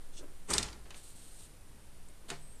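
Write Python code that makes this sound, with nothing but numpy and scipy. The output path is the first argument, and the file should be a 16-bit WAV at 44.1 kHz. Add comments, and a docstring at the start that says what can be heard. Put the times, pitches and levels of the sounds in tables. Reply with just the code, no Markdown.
"""A release lever slides with a thin hiss: the aluminium side panel of a computer tower is unlatched.
Its edge scrapes free and the catches snap past one after another; the case booms and the sheet rings.
A hand slides along the panel, which ticks as it tilts and knocks on its lower edge.
A thin whistle follows. Under it all lie the air of a small room and a faint electrical whine."""
import sys
import numpy as np
from scipy import signal
from scipy.fft import rfft, irfft
from scipy.io import wavfile

SR = 44100
rng = np.random.default_rng(int(sys.argv[2]) if len(sys.argv) > 2 else 0)


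def digitize_waveform(pressure):
    """Quantize a signal to 16-bit integers and store it at the path in sys.argv[1].

    Rows of a 2-D input are taken as channels; values are limited to [-1, 1].
    """
    field = np.atleast_2d(pressure).T
    bounded = np.clip(field, -1, 1)
    quanta = np.round(bounded * 32767).astype(np.int16)
    wavfile.write(sys.argv[1], SR, quanta)


N = 114660
T = np.arange(N) / SR
BIN_HZ = np.arange(N // 2 + 1) * SR / N


def from_db(db):
    """Decibels to gain."""
    return 10 ** (np.asarray(db) / 20)


def unit_power(x):
    """Scale to unit power."""
    return x / np.sqrt(np.mean(x ** 2) + 1e-20)


def fader(points):
    """Gain ride through (time, level) breakpoints."""
    return from_db(np.interp(T, *np.transpose(points)))


def at_hz(table, hz, column=1):
    """Read a column of a table on a log-frequency axis."""
    table = np.array(table)
    return np.interp(np.log(np.maximum(hz, 1)), np.log(table[:, 0]), table[:, column])


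def colour(x, eq, tilt_db=0):
    """EQ a steady excitation and tilt it per octave from 1 to 10 kHz; unit power."""
    octaves = np.log2(np.clip(BIN_HZ, 1000, 10000))
    return unit_power(irfft(rfft(x) * from_db(at_hz(eq, BIN_HZ) + tilt_db * octaves), N))


def slips(per_s, spread_db):
    """Friction grain: random tiny slips of uneven size."""
    sizes = from_db(spread_db * np.minimum(rng.exponential(1, N), 4)) * rng.choice([-1, 1], N)
    return sizes * (rng.random(N) < per_s / SR)


def narrow_noise(hz, width_hz):
    """Noise twice through one resonance; unit power."""
    radius = np.exp(-np.pi * width_hz / SR)
    poles = [1, -2 * radius * np.cos(2 * np.pi * hz / SR), radius * radius]
    x = rng.standard_normal(2 * N)
    for _ in range(2):
        x = signal.lfilter([1, 0, -1], poles, x)
    return unit_power(x[N:])


def hit(start, t60, hold=0):
    """Envelope: hard attack, hold, exponential decay."""
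    return (T >= start) * np.exp(-np.log(1000) * np.clip((T - start - hold) / t60, 0, 10))


def stroke(start, length, attack_s, release_s):
    """Envelope: soft attack, hold, soft release."""
    return np.clip((T - start) / attack_s, 0, 1) * np.exp(-np.maximum(T - start - length, 0) / release_s)


def struck(modes, uneven_db=2):
    """One second of clear modes, each struck with a strength of its own."""
    t, out = T[:SR], 0
    for hz, db, t60 in modes:
        gain = from_db(db + uneven_db * rng.normal())
        out += gain * np.sin(2 * np.pi * (hz * t + rng.random())) * np.exp(-np.log(1000) * t / t60)
    return out


def dense_ring(table):
    """One second of crowded modes: half-octave noise bands, each with its decay; starts at unit power."""
    edges = 30 * 2 ** (np.arange(19) / 2)
    white, out, power = rng.standard_normal((2, SR)), 0, 0
    for k, (low, high) in enumerate(zip(edges, edges[1:])):
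        hz = np.sqrt(low * high)
        bandpass = signal.butter(2, [low, high], "band", fs=SR, output="sos")
        band = from_db(at_hz(table, hz)) * signal.sosfilt(bandpass, white[k % 2])
        out += band * np.exp(-np.log(1000) * T[:SR] / at_hz(table, hz, column=2))
        power += np.mean(band ** 2)
    return out / np.sqrt(power)


def add(out, start, sound):
    """Mix a sound in at a time."""
    i = int(start * SR)
    out[i:i + len(sound)] += sound[:N - i]


# EQ of the room air: (f/Hz, level/dB)
AIR_EQ = [(20, -14.5), (30, -8), (38, -13.5), (50, -12), (74, -17.5), (114, -21), (164, -23.5), (241, -26),
          (373, -29.5), (500, -31), (1000, -36), (2000, -39), (4500, -42.5), (6500, -44), (9000, -38.5),
          (11000, -45), (14000, -47)]
def room_tone():
    """The bed: room air, a very deep rumble and a faint electrical whine."""
    air = from_db(-55.5) * colour(rng.standard_normal(N), AIR_EQ)
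    rumble = from_db(-45.5) * narrow_noise(hz=9.496, width_hz=2.66)
    whine = from_db(-74.5) * narrow_noise(hz=9650, width_hz=120)
    return air + rumble + whine


# pitch and level ride of the whistle: (t/s, f/Hz, level/dB)
WHISTLE_ARC = [(2.35, 7650, -85), (2.395, 7800, -73), (2.43, 8200, -60.5), (2.47, 8210, -63.5),
               (2.511, 8380, -62), (2.54, 8500, -61), (2.56, 8000, -66), (2.585, 7520, -70.5),
               (2.6, 7500, -82)]
def whistle(waver=0.35, jitter_hz=35):
    """A thin, slightly unsteady tone arches up and down."""
    times, hz, db = np.transpose(WHISTLE_ARC)
    flutter = 1 + waver * narrow_noise(30, 60)
    level = from_db(np.interp(T, times, db)) * (T > times[0]) * flutter
    pitch = np.interp(T, times, hz) + jitter_hz * narrow_noise(80, 160)
    return np.sqrt(2) * level * np.sin(2 * np.pi * np.cumsum(pitch) / SR)


# cues for skin on metal: (t/s, length/s, level/dB, tilt/dB per octave)
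RUB_CUES = [(0.951, 0.023, -53, 1.5), (1.02, 0.087, -57, 3.5), (1.145, 0.14, -57.5, 2.5),
            (1.299, 0.095, -59.5, 4), (1.379, 0.074, -57, 2.5), (2.279, 0.02, -47.5, -4)]
# airy EQ of a rub: (f/Hz, level/dB)
RUB_EQ = [(500, -7), (2400, -11.5), (3000, -3), (3500, -6), (4200, -2.5), (5200, -9.5), (7500, -4.5),
          (8500, 2), (9500, -2), (10500, -11), (13500, -16.5)]
def hand_rubs():
    """Fingers hiss over the metal in fine slips."""
    out = np.zeros(N)
    for start, length, db, tilt_db in RUB_CUES:
        hiss = colour(slips(per_s=6000, spread_db=1.5), RUB_EQ, tilt_db)
        out += from_db(db) * stroke(start, length, attack_s=0.015, release_s=0.041) * hiss
    return out


# cues for soft shifts: (t/s, length/s, level/dB)
SHIFT_CUES = [(0.188, 0.019, -55), (0.216, 0.027, -52.5), (0.277, 0.017, -62), (0.86, 0.098, -65.5),
              (2.236, 0.032, -63.5)]
# muffled EQ of a shift: (f/Hz, level/dB)
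SHIFT_EQ = [(80, -2), (230, -10), (330, 8.5), (480, -4), (610, -2), (700, -12), (1100, -14.5),
            (1600, -15.5), (4000, -34)]
def shifts():
    """The loose panel and the lever shift dully in sparse slips."""
    level = sum(from_db(db) * stroke(start, length, attack_s=0.0027, release_s=0.024)
                for start, length, db in SHIFT_CUES)
    return level * colour(slips(per_s=600, spread_db=1.5), SHIFT_EQ)


# level ride of the lever's slide: (t/s, level/dB)
LEVER_RIDE = [(0.11, -91), (0.135, -62.5), (0.162, -59.5), (0.18, -49.5), (0.192, -52.5), (0.21, -62),
              (0.27, -98)]
# resonances of the lever: (f/Hz, width/Hz, relative level/dB)
LEVER_PEAKS = [(2740, 510, -2), (3460, 280, 0), (4130, 720, -1.5), (5980, 2300, 6), (6230, 380, -11),
               (8340, 1500, 1.5)]
def lever():
    """Friction of the sliding release lever sings in a few broad resonances."""
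    friction = sum(from_db(db) * narrow_noise(hz, width) for hz, width, db in LEVER_PEAKS)
    return fader(LEVER_RIDE) * unit_power(friction)


# cues for the lower edge: (t/s, crack/dB, tilt/dB per octave, groove ring/dB, tail/dB, case knock/dB)
TICK_CUES = [(0.856, -63, -16, -67, -59, -60), (0.9057, -46, -1.5, -51, -53, -62),
             (0.9446, -51, -4, -55.5, -54.5, -72), (2.086, -58, 19, -80, -76, -85),
             (2.3022, -32.5, -1.5, -45, -45, -46.5), (2.3146, -48, -13, -56, -48.5, -43.5)]
# EQ of a tick's crack: (f/Hz, level/dB)
TICK_EQ = [(300, -14), (1500, -6), (2300, 0), (2950, 8.5), (3400, -2), (4200, 6), (5200, -9.5), (6600, 0),
           (8700, 1.5), (10500, -19.5), (14000, -28)]
# bright modes of the groove: (f/Hz, level/dB, t60/s)
GROOVE_MODES = [(1750, -9, .08), (2530, -4, .07), (3020, -3, .06), (3720, -2, .06), (4400, -3, .05),
                (6550, -6, .04)]
# hollow modes of the knocked case: (f/Hz, level/dB, t60/s)
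CASE_MODES = [(251, 0, 0.17), (391, 1, 0.12), (445, -0.5, 0.09), (695, -6, .17), (864, -2.5, 0.091),
              (1035, -13, .14), (1570, -9, 0.14)]
# dense tail of a tick: (f/Hz, level/dB, t60/s)
TAIL_BANDS = [(100, -22, 0.81), (350, 8, 0.35), (560, 3, 0.36), (800, 6, 0.24), (1700, 9, 0.2),
              (3500, 0, 0.29), (6000, -1, 0.27), (8400, -10, 0.15), (11000, -29, .15), (14000, -26, .15)]
def edge_ticks(knock_rise_s=0.0024):
    """The tilting panel jumps in its groove with a snap and a short crack, and knocks the case."""
    out = np.zeros(N)
    for start, crack_db, tilt_db, groove_db, tail_db, knock_db in TICK_CUES:
        snap = from_db(0.5) * hit(start, t60=0.0039)  # first instant of contact
        envelope = snap + hit(start, t60=0.039)
        out += from_db(crack_db) * envelope * colour(rng.standard_normal(N), TICK_EQ, tilt_db)
        knock = from_db(knock_db) * struck(CASE_MODES) * (1 - np.exp(-T[:SR] / knock_rise_s))
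        groove = from_db(groove_db) * struck(GROOVE_MODES)
        tail = from_db(tail_db) * dense_ring(TAIL_BANDS)
        add(out, start, knock + groove + tail)
    return out


# low end of the case: (t/s, f/Hz, level/dB, t60/s)
BOOM_CUES = [(0.504, 54.74, -38.5, 1.16), (2.315, 148.8, -49, 0.6)]
def case_booms(rise_s=0.016):
    """Low modes of the case swell and die away."""
    out = np.zeros(N)
    for start, hz, db, t60 in BOOM_CUES:
        envelope = hit(start, t60) * np.clip((T - start) / rise_s, 0, 1)
        out += from_db(db) * envelope * np.sin(2 * np.pi * hz * (T - start))
    return out


# dense wash of sheet, case and room: (f/Hz, level/dB, t60/s)
SHEET_BANDS = [(100, 7.5, 0.53), (347, 2.5, .45), (560, 0, 0.49), (850, 2, 0.33), (1500, -6.5, 0.62),
               (2500, 2.5, 0.27), (4000, -6.5, 0.49), (6000, 1, 0.31), (8500, -6, 0.36),
               (10700, -26.5, 0.31), (14000, -30, 0.13)]
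# clear modes of the panel: (f/Hz, level/dB, t60/s)
PANEL_MODES = [(332, -14, .55), (424, -13, .45), (849, -14, .4), (1367, -16, .4), (1963, -18, .4),
               (2379, -19, .35), (3063, -20, .4), (3520, -15, .3), (3935, -15, .35), (4139, -17, .35),
               (5150, -15, .3), (7127, -18, .24), (8310, -19, .2), (8680, -17, .22)]
def panel_ring():
    """The sheet's answer to one blow: clear modes over the crowded ones."""
    return dense_ring(SHEET_BANDS) + struck(PANEL_MODES)


# pressure of the scraping edge: (t/s, level/dB)
PRESSURE_RIDE = [(0.47, -72), (0.492, -44), (0.51, -32.5), (0.53, -40), (0.555, -34), (0.578, -41),
                 (0.6, -41.5), (0.618, -48.5), (0.65, -50), (0.76, -74), (0.8, -100)]
# EQ of the scrape: (f/Hz, level/dB)
SCRAPE_EQ = [(40, -2), (70, 7), (120, -5), (240, 5.5), (400, 8.5), (560, -2), (850, 2), (1600, -1.5),
             (3000, -6.5), (5000, -11), (7000, -4.5), (8600, 2.5), (10500, -16), (14000, -38)]
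def edge_scrape(ring_db=-8):
    """The edge drags out of its seat in dense slips that also ring the sheet."""
    pressure = fader(PRESSURE_RIDE)
    grains = unit_power(slips(per_s=5000, spread_db=2))
    ring = panel_ring()
    ringing = signal.fftconvolve(pressure * grains, ring / np.linalg.norm(ring))[:N]
    return pressure * colour(grains, SCRAPE_EQ) + from_db(ring_db) * ringing


# resonances of the latch rail: (f/Hz, width/Hz, boost/dB)
RAIL_PEAKS = [(3614, 195, 10), (3990, 170, 9.5), (4450, 140, 4), (4820, 120, 6.5), (5140, 220, 4.5),
              (5970, 220, 7.5), (6750, 230, 6.5), (7800, 200, 5.5), (8530, 400, 5), (9150, 270, 5)]
# EQ of a catch's crack: (f/Hz, level/dB)
CRACK_EQ = [(300, -11), (1500, -6), (2400, -2), (3100, -2.5), (3600, -3.5), (5200, -0.5), (7000, -5),
            (9000, -4), (10500, -13.5), (14000, -30)]
def rail_grind(tilt_db):
    """Metal grinds on metal, coloured by the rail's resonances; unit power."""
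    boost_db = sum(db / (1 + (2 * (BIN_HZ - hz) / width) ** 2) for hz, width, db in RAIL_PEAKS)
    grains = slips(per_s=14000, spread_db=5)
    return colour(irfft(rfft(grains) * from_db(boost_db), N), CRACK_EQ, tilt_db)


# cues for the catches:
# (t/s, crack/dB, tilt/dB per octave, grind/s, sheet ring/dB, thud/dB, ping f/Hz, ping level/dB)
CATCH_CUES = [(0.4915, -62, -2, .001, -62, -43, 2600, -62),
              (0.5030, -33.5, 15, 0.0034, -42.5, -47, 6740, -33),
              (0.5335, -29.5, 2, 0.0022, -41.5, -48, 4800, -54),
              (0.5372, -26.5, 6, .003, -39.5, -54, 4770, -29),
              (0.5810, -23.5, 2, 0.0024, -39.5, -50, 3650, -31.5),
              (0.6282, -29.5, 2, .002, -45.5, -62, 4870, -38),
              (0.684, -48.5, -6.5, 0.0043, -60, -60, 3090, -46.5),
              (0.7288, -47.5, -5, 0.0022, -64, -52.5, 4700, -51)]
# dull body of a blow: (f/Hz, level/dB, t60/s)
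THUD_BANDS = [(40, -24, 0.24), (130, -1, 0.18), (254, 4, 0.3), (425, -0.5, 0.29), (550, -43, 0.067),
              (840, -4, 0.32), (1400, -9, 0.078), (2930, -25, 0.042), (9000, -45, .1)]
def catches(crack_t60_s=0.024, ping_t60_s=0.045, thud_rise_s=0.015):
    """Each catch grinds for a moment, cracks free with a ping and sets the sheet and the case ringing."""
    out = np.zeros(N)
    for start, crack_db, tilt_db, grind_s, ring_db, thud_db, ping_hz, ping_db in CATCH_CUES:
        out += from_db(crack_db) * hit(start, crack_t60_s, hold=grind_s) * rail_grind(tilt_db)
        ring = from_db(ring_db) * panel_ring()
        thud = from_db(thud_db) * dense_ring(THUD_BANDS) * (1 - np.exp(-T[:SR] / thud_rise_s))
        ping = struck([(ping_hz, ping_db, ping_t60_s)])
        add(out, start, ring + thud + ping)
    return out


def scene():
    """The mono mix, as at one close microphone."""
    unlatching = lever() + catches() + case_booms() + edge_scrape()
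    handling = edge_ticks() + hand_rubs() + shifts()
    return (unlatching + handling + whistle() + room_tone())[None]


def record(dry):
    """A steep high cut at 13.9 kHz."""
    return signal.sosfilt(signal.ellip(10, .3, 70, 13900, fs=SR, output="sos"), dry)


dry = scene()
out = record(dry)
digitize_waveform(out)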